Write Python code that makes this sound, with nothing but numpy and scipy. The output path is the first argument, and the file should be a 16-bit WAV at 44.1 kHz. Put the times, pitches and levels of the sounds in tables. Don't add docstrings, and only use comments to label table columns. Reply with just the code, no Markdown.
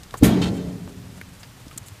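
import sys
import numpy as np
from scipy import signal
from scipy.fft import rfft, irfft
from scipy.io import wavfile

SR = 44100
rng = np.random.default_rng(int(sys.argv[2]) if len(sys.argv) > 2 else 0)


def inscribe(sig):
    pcm = np.round(np.clip(np.atleast_2d(sig).T, -1, 1) * 32767)
    wavfile.write(sys.argv[1], SR, pcm.astype(np.int16))


N = 88200

# (time [s], level [dB], contact time [ms])
LID_BLOWS = [(0.213, -15.5, 0.7), (0.2234, 1.5, 0.94), (0.276, -19, 1.1), (0.303, -6, 1.76),
             (0.391, -16.5, 1.7), (0.4207, -19, .5)]
# (pitch [Hz], level [dB], fade [s])
LID_TONES = [(64, -17, 0.15), (118.9, -11.5, 0.3), (135, -20, 0.4), (179.1, -19, 1.57), (222, -11, 0.26),
             (268.8, -34.5, 2.5), (293.3, -10, 0.25), (306, -11, 0.29), (331.4, -19, 0.52),
             (391, -16, 0.25), (429.7, -36, 1.6), (445.8, -17, 0.38), (614, -42, 1.1), (677, -25.5, 1.3),
             (809, -23, 0.83)]
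# (frequency [Hz], relative level [dB], fade [s])
LID_WEAK_TONES = [(30.2, -31, 2), (74, -14.5, 3.73), (162, -6.5, 2.28), (230, -1, 1.6), (356, -5, 1.42),
                  (440, -3, 1.5), (524, -15.5, 1.6), (880, -13.5, 1.3), (1500, -17, 0.86), (4000, -54, .8)]


def lid():
    t, force = np.arange(N) / SR, np.zeros(N)
    for time, db, contact_ms in LID_BLOWS:
        push = np.exp(-((t - time) / (contact_ms / 1000 / 2)) ** 2)
        force += amp(db) * push / push.sum()
    main = sum(amp(db) * fade_out(t, fade) * np.sin(2 * np.pi * hz * t) for hz, db, fade in LID_TONES)
    weak = amp(-17.5) * dense_ring(LID_WEAK_TONES)
    main_rise_s, weak_rise_s = 0.0028, 0.014
    ring = main * np.minimum(t / main_rise_s, 1) + weak * np.minimum(t / weak_rise_s, 1)
    return signal.fftconvolve(force, ring)[:N]


# (middle time [s], level [dB], pitch [Hz], half-length [s])
LID_THUDS = [(0.2295, -1.5, 240, 0.0048), (0.231, -12.5, 69, 0.017), (0.274, -20, 62, 0.013),
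             (.458, -25.5, 76.5, .016), (0.667, -29.5, 72, .025), (1.332, -41, 170, 0.012),
             (1.632, -42, 115, 0.0074), (1.824, -37.5, 113, 0.013), (1.926, -33, 99.5, 0.012)]


def thuds():
    t, out = np.arange(N) / SR, np.zeros(N)
    for time, db, hz, half_length in LID_THUDS:
        swell = np.exp(-((t - time) / half_length) ** 2)
        out += amp(db) * swell * np.sin(2 * np.pi * hz * (t - time))
    return out


# (frequency [Hz], relative level [dB])
BUZZ_COLOUR = [(200, 6), (600, 9.5), (1200, 4), (2000, 5), (3300, 1.5), (5200, -3.5), (6300, 0),
               (9000, -0.5), (15000, -2.5)]
# (frequency [Hz], relative level [dB], fade [s])
SHEET_RING = [(395, 5.5, 1.83), (830, 7.5, 0.99), (1930, 0, 1.08), (3780, 7, 0.51), (5100, -1, 1.08),
              (7300, -10, 1.33), (11000, -14, .75), (15000, -14, .6)]


def chatter():
    buzz = coloured(clicks(per_s=5000, spread_db=0.5), BUZZ_COLOUR)
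    buzz *= burst(start_s=0.232, db=-19.5, hold_s=0.021, fade_s=0.15, rise_s=0.0019)
    ring = dense_ring(SHEET_RING)
    ring /= np.linalg.norm(ring)
    return buzz + amp(-6) * signal.fftconvolve(buzz, ring)[:N]


# (time [s], level [dB], hold [s], fade [s])
METAL_SCRAPES = [(0.223, -34, 0.0092, .03), (0.4155, -29, 0.03, 0.069), (0.456, -35.5, 0.03, 0.064),
                 (0.543, -47.5, 0.056, 0.56)]
# (frequency [Hz], relative level [dB])
RUB_COLOUR = [(300, 6), (800, 10.5), (1500, 2), (2500, 2.5), (4200, -1), (5500, -4.5), (7500, -3.5),
              (11000, -15.5), (15000, -30)]
# (pitch [Hz], width [Hz], relative level [dB])
HINGE_TONES = [(1354, 22, -13.5), (2690, 53, -12), (3141, 31, -8.5), (3190, 96, -17), (3670, 210, -8.5),
               (4220, 220, -9)]


def scrapes():
    slips = clicks(per_s=5000, spread_db=0.5)
    rub, f = coloured(slips, RUB_COLOUR), np.fft.rfftfreq(N, 1 / SR)
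    for hz, width, db in HINGE_TONES:
        tone = irfft(rfft(slips) / (1 + 2j * (f - hz) / width), N)
        rub += amp(db) * unit_level(tone)
    return unit_level(rub) * sum(burst(*row, rise_s=0.0017) for row in METAL_SCRAPES)


# (time [s], peak level [dB], pitch [Hz], width [octaves], fade [s])
TICKS_AND_SPITS = [(.034, -27, 5330, 0.63, 0.045), (0.109, -29, 3500, 0.67, .02),
                   (0.141, -19.5, 940, 0.51, 0.069), (0.1427, -22.5, 600, 0.83, 0.086),
                   (.877, -29, 677, 0.93, 0.075), (1.214, -23, 1950, 0.28, 0.027),
                   (1.432, -27, 2020, .9, 0.068), (1.433, -27.5, 4740, 0.11, 0.077),
                   (1.667, -33.5, 265, 0.53, 0.034), (1.682, -31.5, 4870, 0.64, 0.037),
                   (1.712, -30, 1270, 0.12, 0.04), (1.713, -35, 2700, 0.25, 0.042),
                   (1.764, -35.5, 245, 0.4, 0.024), (1.885, -21.5, 7800, 2.4, .006)]


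def ticks(size=8192):
    out, t, f = np.zeros(N), np.arange(size) / SR, np.fft.rfftfreq(size, 1 / SR) + 1
    for time, db, hz, octaves, fade in TICKS_AND_SPITS:
        snap = rng.standard_normal(size) * fade_out(t, fade)
        snap *= amp(0.5) / np.linalg.norm(snap)
        snap[0] += 1
        hump = np.exp(-.5 * (np.log2(f / hz) / octaves) ** 2)
        skirt = amp(-8.5) / (1 + f / hz) ** .9
        log_gain = np.log(hump + skirt)
        mirrored = np.r_[log_gain, log_gain[-2:0:-1]]
        response = np.exp(np.conj(signal.hilbert(mirrored)))[:len(f)]
        tick = irfft(rfft(snap) * response)
        add(out, time, amp(db) * tick / abs(tick).max())
    return out


# (time [s], level [dB], hold [s], fade [s])
FAT_FIZZES = [(0.17, -41, 0.021, .015), (0.538, -52.5, .04, 0.1), (1.394, -51, .015, 0.047),
              (1.775, -26.5, 0.007, .012), (1.858, -46.5, 0.031, 0.033)]
# (frequency [Hz], relative level [dB])
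FAT_FIZZ_COLOUR = [(500, -13), (3000, -12), (5500, -11.5), (7000, 3.5), (10000, -3), (12000, -12),
                   (15000, -6.5)]
# (frequency [Hz], relative level [dB])
FAT_SIZZLE_COLOUR = [(500, 11), (2500, -1), (5000, -4), (7500, 1.5), (10000, -3.5), (15000, -14)]


def fat():
    fizz = coloured(rng.standard_normal(N), FAT_FIZZ_COLOUR)
    fizz *= sum(burst(*row, rise_s=0.0036) for row in FAT_FIZZES)
    sizzle = coloured(clicks(per_s=2700, spread_db=2), FAT_SIZZLE_COLOUR)
    sizzle_db = -56.5 + 3.5 * drift(3.254, 24.86)
    return fizz + sizzle * amp(sizzle_db)


# (frequency [Hz], relative level [dB])
AIR_COLOUR = [(20, -1), (45, -3.5), (70, -6), (115, 1), (170, -9), (300, -17), (550, -21), (1200, -20.5),
              (2500, -23), (5000, -26), (8000, -30), (12000, -33), (15000, -33)]
# (time [s], level change [dB])
RUMBLE_SWELLS = [(0, 4), (.2, 4), (1.2, 0.5), (1.55, -3), (1.72, 5), (1.9, -3), (2.0, -4.5)]


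def air(rumble_top_hz=306):
    noise = coloured(rng.standard_normal(N), AIR_COLOUR)
    bass_filter = 1 / (1 + (np.fft.rfftfreq(N, 1 / SR) / rumble_top_hz) ** 2)
    rumble = irfft(rfft(noise) * bass_filter, N)
    hiss = noise - rumble
    swell_db = np.interp(np.arange(N) / SR, *np.transpose(RUMBLE_SWELLS)) + 0.5 * drift(4, 12)
    return amp(-45.5) * (hiss + rumble * amp(swell_db))


def amp(db):
    return 10 ** (np.asarray(db) / 20)


def unit_level(x):
    return x / np.sqrt(np.mean(x ** 2) + 1e-20)


def fade_out(t, fade_s):
    return np.exp(-np.log(1000) * t / fade_s)


def burst(start_s, db, hold_s, fade_s, rise_s):
    t = np.arange(N) / SR - start_s
    return amp(db) * np.clip(t / rise_s, 0, 1) * fade_out(np.maximum(t - hold_s, 0), fade_s)


def look_up(table, hz, column=1):
    table = np.array(table, float)
    return np.interp(np.log(hz + 1), np.log(table[:, 0] + 1), table[:, column])


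def coloured(x, table):
    gain = amp(look_up(table, np.fft.rfftfreq(len(x), 1 / SR)))
    return unit_level(irfft(rfft(x) * gain, len(x)))


def dense_ring(table):
    noise = coloured(rng.standard_normal(N), table)
    hz, t, bands = signal.stft(noise, SR, nperseg=1024)
    fades = look_up(table, hz, column=2)[:, None]
    return signal.istft(bands * fade_out(t, fades), SR, nperseg=1024)[1][:N]


def clicks(per_s, spread_db):
    size = amp(spread_db * np.minimum(rng.exponential(1, N), 4))
    return unit_level(size * rng.choice([-1., 1.], N) * (rng.random(N) < per_s / SR))


def drift(low_hz, high_hz):
    t, rates = np.arange(N) / SR, np.geomspace(low_hz, high_hz, 20)
    return unit_level(sum(np.sin(2 * np.pi * (hz * t + rng.random())) for hz in rates))


def add(mix, time, sound):
    part = mix[max(round(time * SR), 0):][:len(sound)]
    part += sound[:len(part)]


def scene():
    return (lid() + thuds() + chatter() + scrapes() + ticks() + fat() + air())[None]


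def record(dry, low_hz=38.2, top_hz=14950, ceiling=0.92):
    x = signal.sosfilt(signal.butter(2, low_hz, "highpass", fs=SR, output="sos"), dry)
    x = x / (1 + (x / ceiling) ** 8) ** (1 / 8)
    treble_cut = signal.firwin(511, top_hz, window=("kaiser", 9), fs=SR)
    return signal.oaconvolve(x, treble_cut[None], "same")


dry = scene()
out = record(dry)
inscribe(out)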